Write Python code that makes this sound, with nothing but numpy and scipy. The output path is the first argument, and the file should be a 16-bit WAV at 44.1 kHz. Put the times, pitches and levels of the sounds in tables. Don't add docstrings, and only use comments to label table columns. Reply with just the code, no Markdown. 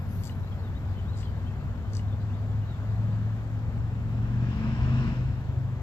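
import sys
import numpy as np
from scipy import signal
from scipy.fft import rfft, irfft, next_fast_len
from scipy.io import wavfile
from scipy.ndimage import uniform_filter1d, map_coordinates

SR = 44100
rng = np.random.default_rng(int(sys.argv[2]) if len(sys.argv) > 2 else 0)


def transcribe(u):
    v = np.clip(np.atleast_2d(u).T, -1, 1)
    q = np.round(v * 32767).astype(np.int16)
    wavfile.write(sys.argv[1], SR, q)


N = 256662
T = np.arange(N) / SR


def amp(db):
    return 10 ** (np.asarray(db) / 20)


def unit(x):
    return x / np.sqrt(np.mean(x ** 2) + 1e-20)


def along(points, hz):
    f, value = np.transpose(points)
    return np.interp(np.log(hz + 1), np.log(f + 1), value)


def curve(points):
    return np.interp(T, *np.transpose(points))


def wobble(rate):
    return map_coordinates(rng.standard_normal(int(N * rate / SR) + 4), [T * rate])


def filtered(x, response):
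    size = next_fast_len(N + SR // 2)
    return irfft(rfft(x, size) * response(np.fft.rfftfreq(size, 1 / SR)), size)[..., :N]


# f/Hz, correlation
AMBIENT_CORRELATION = [(30, 0.44), (100, 0.99), (300, 0.95), (650, 0.94), (1300, 0.6), (1900, 0.7),
                       (3000, 0.22), (6000, 0.15), (12000, 0.05)]
def rush(spectrum, patchy_db, correlation=AMBIENT_CORRELATION):
    def mid_side_gains(hz):
        angle = np.arccos(np.clip(along(correlation, hz), -1, 1)) / 2
        return amp(along(spectrum, hz)) * [np.cos(angle), np.sin(angle)]
    cells = signal.stft(rng.standard_normal((2, N)), nperseg=512)[2]
    patches = uniform_filter1d(rng.standard_normal(cells.shape[1:]), size=5, axis=0)
    patches = unit(uniform_filter1d(patches, size=16, axis=1))
    noise = signal.istft(cells * amp(patchy_db * patches), nperseg=512)[1][:, :N]
    mid, side = filtered(noise, mid_side_gains)
    return unit(np.array([mid + side, mid - side]))


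# f/Hz, relative level/dB
RUMBLE_SPECTRUM = [(20, -38), (33, -18), (45, -9), (65, 3), (85, 2.5), (135, -2), (170, -10), (240, -10.5),
                   (310, -25.5), (450, -30.5), (900, -81)]
BACKGROUND_SPECTRUM = [(100, -16.5), (300, 3), (650, 1), (1000, -2), (1600, -5.5), (2100, -10.5),
                       (2700, -14.5), (4000, -20), (5500, -25.5), (7600, -25), (9300, -50), (11200, -31),
                       (14500, -33)]
# t/s, level/dB
RUMBLE_LEVEL = [(0, -34), (.55, -34.5), (1.7, -34), (2.7, -36), (3.6, -35.5), (4.5, -30.5), (5.82, -34.5)]
BACKGROUND_LEVEL = [(0, -48.5), (2.2, -48.5), (3, -47.5), (3.8, -48.5), (5.82, -49)]
def background():
    rumble = amp(curve(RUMBLE_LEVEL)) * rush(RUMBLE_SPECTRUM, patchy_db=0.82)
    hiss = amp(curve(BACKGROUND_LEVEL) + 0.12 * wobble(3.5)) * rush(BACKGROUND_SPECTRUM, patchy_db=0.82)
    return rumble + hiss


# f/Hz, relative level/dB
BREEZE_SPECTRUM = [(20, -28), (35, -8), (50, 6), (70, -2), (130, -20.5), (300, -73.5)]
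def breeze(left_db=-46.5, right_db=-53.5, gust_db=3):
    flutter = unit(filtered(rng.standard_normal((2, N)), lambda hz: amp(along(BREEZE_SPECTRUM, hz))))
    gusts = amp(gust_db * wobble(3.9))
    return amp([[left_db], [right_db]]) * gusts * flutter


# t/s, level/dB
DRONE_LEVEL = [(0, -35.5), (1.2, -31), (1.8, -45), (1.95, -31), (2.35, -31.5), (2.6, -28), (2.76, -34.5),
               (2.93, -27), (3.25, -29), (3.5, -33), (4.05, -34), (4.27, -27), (4.48, -29), (4.59, -38),
               (4.66, -28.5), (4.99, -24.5), (5.15, -36.5), (5.27, -27), (5.4, -38), (5.6, -30),
               (5.82, -39.5)]
# order, peak level/dB, peak t/s, slope/(dB/s)
LOW_ORDERS = [(2, -36, 4.85, 8), (3, -35, 6.2, 20.5), (4, -32.5, 5.55, 17.5)]
# t/s, relative level/dB
THROB_LEVEL = [(0, -4.5), (1.5, -10), (2.85, -6), (3.1, 0), (3.35, -5.5), (4.0, -5), (4.33, 0), (4.5, -0.5),
               (4.66, 3.5), (4.79, -1.5), (4.97, 3.5), (5.13, 2), (5.4, -23)]
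# order, base level/dB, multiplier of the throb level
UPPER_ORDERS = [(6, -43, 2.5), (7, -45, 0.46), (8, -46, 0.95), (9, -39, 1.9), (10, -52, 0.93),
                (11, -51.5, 0.51), (12, -53, 0.4), (14, -56.5, 0.84)]
def exhaust(firing_phase, firings_per_cycle=5, floor_db=-47.5):
    tone = amp(curve(DRONE_LEVEL) + .8 * wobble(12)) * np.sin(firing_phase + .3 * wobble(10))
    levels = [(order, np.maximum(db - slope * np.abs(T - peak_s), floor_db))
              for order, db, peak_s, slope in LOW_ORDERS]
    levels += [(order, db + follow * curve(THROB_LEVEL)) for order, db, follow in UPPER_ORDERS]
    for order, level_db in levels:
        phase = order * firing_phase / firings_per_cycle + rng.uniform(0, 2 * np.pi) + 0.55 * wobble(9)
        tone += amp(level_db + 1.2 * wobble(7)) * np.sin(phase)
    return np.sqrt(2) * tone


# f/Hz, relative level/dB
HISS_SPECTRUM = [(900, -30), (1500, -5.5), (1740, 0.5), (2100, -5), (2400, -1.5), (2720, -2.5), (3150, -8),
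                 (4700, -16), (5400, -12.5), (6100, -22.5), (7700, -24.5), (9000, -53), (12000, -66.5)]
ROAR_SPECTRUM = [(150, -11.5), (350, 1), (520, -3), (660, 4.5), (820, -2), (950, 3.5), (1050, 4),
                 (1200, 0.5), (1700, -3), (2100, -18), (2640, -6), (3500, -58)]
# t/s, level/dB
ROAR_LEVEL = [(3.6, -69), (4.3, -53.5), (4.55, -52.5), (4.63, -43), (4.72, -46), (4.98, -44.5),
              (5.12, -47.5), (5.4, -69.5)]
# f/Hz, correlation
VEHICLE_CORRELATION = [(100, 0.97), (900, 0.85), (1900, .72), (2800, 0.24), (4000, .45), (6000, .15)]
def road_noise(firing_phase, arrive_s=4.585, leave_s=5.073):
    approach_db = 30 * np.minimum(T - arrive_s, 0)
    abreast_db = 5 * (np.clip(T, arrive_s, leave_s) - arrive_s)
    recede_db = -47 * np.maximum(T - leave_s, 0)
    nearness = amp(approach_db + abreast_db + recede_db)
    hiss = amp(-50) * rush(HISS_SPECTRUM, patchy_db=1.3, correlation=VEHICLE_CORRELATION)
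    roar = amp(curve(ROAR_LEVEL)) * rush(ROAR_SPECTRUM, patchy_db=2.5, correlation=VEHICLE_CORRELATION)
    body = amp(-39.5) * rush(RUMBLE_SPECTRUM, patchy_db=-1.0, correlation=VEHICLE_CORRELATION)
    puffs = 1 + 0.08 * np.sin(firing_phase)
    return nearness * (body + hiss * puffs) + roar * puffs


# t/s, f/Hz
FIRING_RATE = [(0, 94.05), (.5, 94.8), (2, 102), (4, 112.7), (5, 127.2), (5.82, 127)]
def vehicle():
    firing_phase = 2 * np.pi * np.cumsum(curve(FIRING_RATE)) / SR
    return exhaust(firing_phase) + road_noise(firing_phase)


# f/Hz, relative level/dB
SIZZLE_SPECTRUM = [(2000, -20.0), (5000, -6.0), (9000, -23.0), (11500, -1.0), (14500, -5.5)]
def sizzle(hold_from_s=.12, hold_to_s=.24, attack_s=.045, release_s=.08):
    swell = np.exp(np.minimum(T - hold_from_s, 0) / attack_s - np.maximum(T - hold_to_s, 0) / release_s)
    tail = amp(-65.5 - 8.5 * T)
    return np.maximum(amp(-56) * swell, tail) * rush(SIZZLE_SPECTRUM, patchy_db=3.5)


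def trees(x, t60, wet_db):
    t = T[:SR]
    tail = rng.standard_normal((2, SR)) * amp(-60 * t / t60) * (1 - np.exp(-t / 0.0013))
    scattered = signal.fftconvolve(x[None], tail / np.linalg.norm(tail[0]), axes=1)[:, :N]
    return x + amp(wet_db) * scattered


def whistle(length_s, pitches, flutter_hz=35, flutters_per_s=220):
    progress = np.linspace(0, 1, int(length_s * SR))
    flutter = map_coordinates(rng.standard_normal(SR // 100), [progress * length_s * flutters_per_s])
    hz = np.polyval(np.polyfit([0, .5, 1], pitches, 2), progress) + flutter_hz * flutter
    envelope = np.abs(np.sin(np.pi * progress)) ** .5
    return envelope * np.sin(2 * np.pi * np.cumsum(hz) / SR)


# t/s, duration/s, start f/Hz, end f/Hz, upward bow at the middle/Hz, level/dB
SYLLABLES = [(.175, .035, 4200, 4400, 50, -63), (.303, .034, 3900, 4020, 40, -58),
             (.425, .03, 4020, 3780, 0, -62), (.455, .03, 3880, 4100, 0, -62.5),
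             (.513, .03, 3340, 3230, -20, -56), (.584, .03, 4420, 4200, 0, -60),
             (.618, .072, 4030, 3370, 60, -60), (.745, .04, 3330, 3830, 150, -56.5),
             (.955, .06, 3100, 3020, -50, -57), (1.047, .035, 3200, 3600, -80, -60.5),
             (1.078, .036, 3780, 3830, 30, -59.5), (1.118, .056, 4150, 3800, 71, -58),
             (1.213, .048, 3470, 3220, 0, -58.5), (1.24, .032, 4150, 4250, 0, -60),
             (1.255, .054, 3230, 3040, -30, -55), (1.33, .068, 4000, 3450, 34, -65),
             (1.445, .08, 2770, 2660, -40, -64), (1.461, .032, 3170, 3180, -10, -57),
             (1.59, .07, 2750, 2600, 0, -64.5), (1.79, .14, 3130, 3080, 0, -68),
             (2.075, .03, 3900, 3780, 0, -63), (2.102, .042, 3720, 3350, 40, -58.5),
             (2.292, .032, 2480, 3020, 0, -60), (2.324, .044, 3150, 3880, 150, -61.5),
             (2.49, .048, 3650, 3250, 0, -65), (2.61, .056, 3000, 2740, 0, -62.5),
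             (2.668, .09, 3880, 3330, 210, -59.5)]
def songbird(burr_depth=.5, burr_rate=320):
    song = np.zeros(N)
    for onset, length_s, start_hz, end_hz, bow_hz, db in SYLLABLES:
        note = amp(db) * whistle(length_s, [start_hz, (start_hz + end_hz) / 2 + bow_hz, end_hz])
        song[int(onset * SR):][:len(note)] += note
    burr = 1 + burr_depth * wobble(burr_rate)
    flicker = amp(0.5 * wobble(44.7))
    return trees(song * burr * flicker, t60=.42, wet_db=-9)


# t/s, base click level/dB, low mode f/Hz, its relative level/dB, high mode f/Hz,
# after-click relative level/dB, airy noise level/dB, closing tick level/dB
RASPS = [(.236, -41.5, 4700, 2, 7370, -2.5, -56.5, -40), (1.170, -49.5, 4750, -2, 7200, -2, -57.5, -43.5),
         (1.934, -40.5, 4750, -1, 6050, -13, -56.5, -42.5)]
# f/Hz, relative level/dB, t60/s
TICK_MODES = [(2040, 1, 0.013), (2610, -1, 0.011), (2900, 2, 0.024), (3300, -9, .007)]
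# f/Hz, relative level/dB
RASP_SPECTRUM = [(2500, -9), (3800, -3.5), (4700, 4), (5300, 0), (5900, -1.5), (6400, -1), (7300, -2),
                 (8200, 0.5), (9300, -19.5), (12000, -17), (15000, -25)]
def rasping_bird(pairs=3, gap_s=.0172, after_s=.0066, growth_db=1, ring_t60=.013, tick_s=.0598):
    noise_envelope, tones = np.zeros((2, N))
    t = T[:SR // 50]
    attack = 1 - np.exp(-t / .0004)
    snap = amp(-6.5) * t / .0005 * np.exp(1 - t / .0005)
    ring = amp(-1.5 - 60 * t / ring_t60) * attack
    tick = attack * sum(amp(db - 60 * t / t60) * np.sin(2 * np.pi * hz * t) for hz, db, t60 in TICK_MODES)
    for onset, click_db, low_hz, low_db, high_hz, after_db, air_db, tick_db in RASPS:
        noise_envelope += amp(air_db) * np.exp(-((T - onset - .033) / .043) ** 2)
        click = (0, click_db, [(low_hz, low_db), (high_hz, 0)])
        after_click = (after_s, click_db + after_db, [(high_hz, 0)])
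        for k in range(pairs):
            for delay, db, modes in (click, after_click):
                start = int((onset + k * gap_s + delay) * SR)
                gain = amp(db + (k + 1) * growth_db)
                noise_envelope[start:][:len(t)] += gain * snap
                for hz, mode_db in modes:
                    mode = np.sin(2 * np.pi * hz * rng.normal(1, 0.011) * t)
                    tones[start:][:len(t)] += gain * amp(mode_db) * ring * mode
        tones[int((onset + tick_s) * SR):][:len(t)] += amp(tick_db) * tick
    noise = unit(filtered(rng.standard_normal(N), lambda hz: amp(along(RASP_SPECTRUM, hz))))
    return trees(tones + noise_envelope * noise, t60=.2, wet_db=-17)


def far_twitter(count=100, start_s=.8, span_s=2.5):
    twitter = np.zeros(N)
    for when, size, pitch, bend in rng.uniform(size=(count, 4)):
        glide_hz = (2700 + 1700 * pitch) * (1 + 0.51 * (bend - .5) * np.array([-1, 0, 1]))
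        note = amp(-71.5 - 0.5 * size) * whistle(0.033 + .04 * size, glide_hz)
        twitter[int((start_s + when * span_s) * SR):][:len(note)] += note
    return trees(twitter * wobble(700), t60=0.18, wet_db=-3.0)


# t/s, half width/s, level/dB
CHORUS_SWELLS = [(0.905, .04, -70), (1.263, 0.055, -62), (2.218, 0.034, -66), (2.385, .04, -66),
                 (2.894, 0.048, -69), (3.123, 0.053, -66)]
# f/Hz, relative level/dB
CHORUS_SPECTRUM = [(2800, -30), (3500, -2), (4300, -2), (4900, -5), (5600, -29.5)]
def far_chorus():
    envelope = sum(amp(db) * np.exp(-((T - peak_s) / width) ** 2) for peak_s, width, db in CHORUS_SWELLS)
    return envelope * rush(CHORUS_SPECTRUM, patchy_db=4.0)


def aside(pair, lag_samples):
    delays_s = np.array([[0], [lag_samples]]) / SR
    return filtered(pair, lambda hz: np.exp(-2j * np.pi * hz * delays_s))


def scene():
    ambience = background() + breeze() + sizzle()
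    road = aside(vehicle(), lag_samples=1.8)
    birds = aside(songbird() + rasping_bird() + far_twitter() + far_chorus(), lag_samples=-3.6)
    return ambience + road + birds


# f/Hz, left minus right level/dB
RIGHT_LOSS = [(100, 2), (1300, 1.8), (2500, 1.8), (4200, 9), (6000, 8.5), (7800, 50.5), (9500, 11),
              (11500, -5), (14500, 5.5)]
# f/Hz, lag/rad
RIGHT_LAG = [(20, 2), (100, -0.33), (500, 0.47), (900, 0.53), (1350, 1.08), (1900, 1.78), (2700, 3),
             (3800, 4), (5200, 7), (14500, 12)]
def record(dry):
    def microphones(hz, top_hz=14600):
        right_gain = amp(-along(RIGHT_LOSS, hz))
        right = right_gain * np.exp(-1j * along(RIGHT_LAG, hz))
        rms_gain = np.sqrt((1 + right_gain ** 2) / 2)
        return np.array([np.ones_like(hz), right]) / rms_gain * (hz < top_hz)
    return filtered(dry, microphones)


dry = scene()
out = record(dry)
transcribe(out)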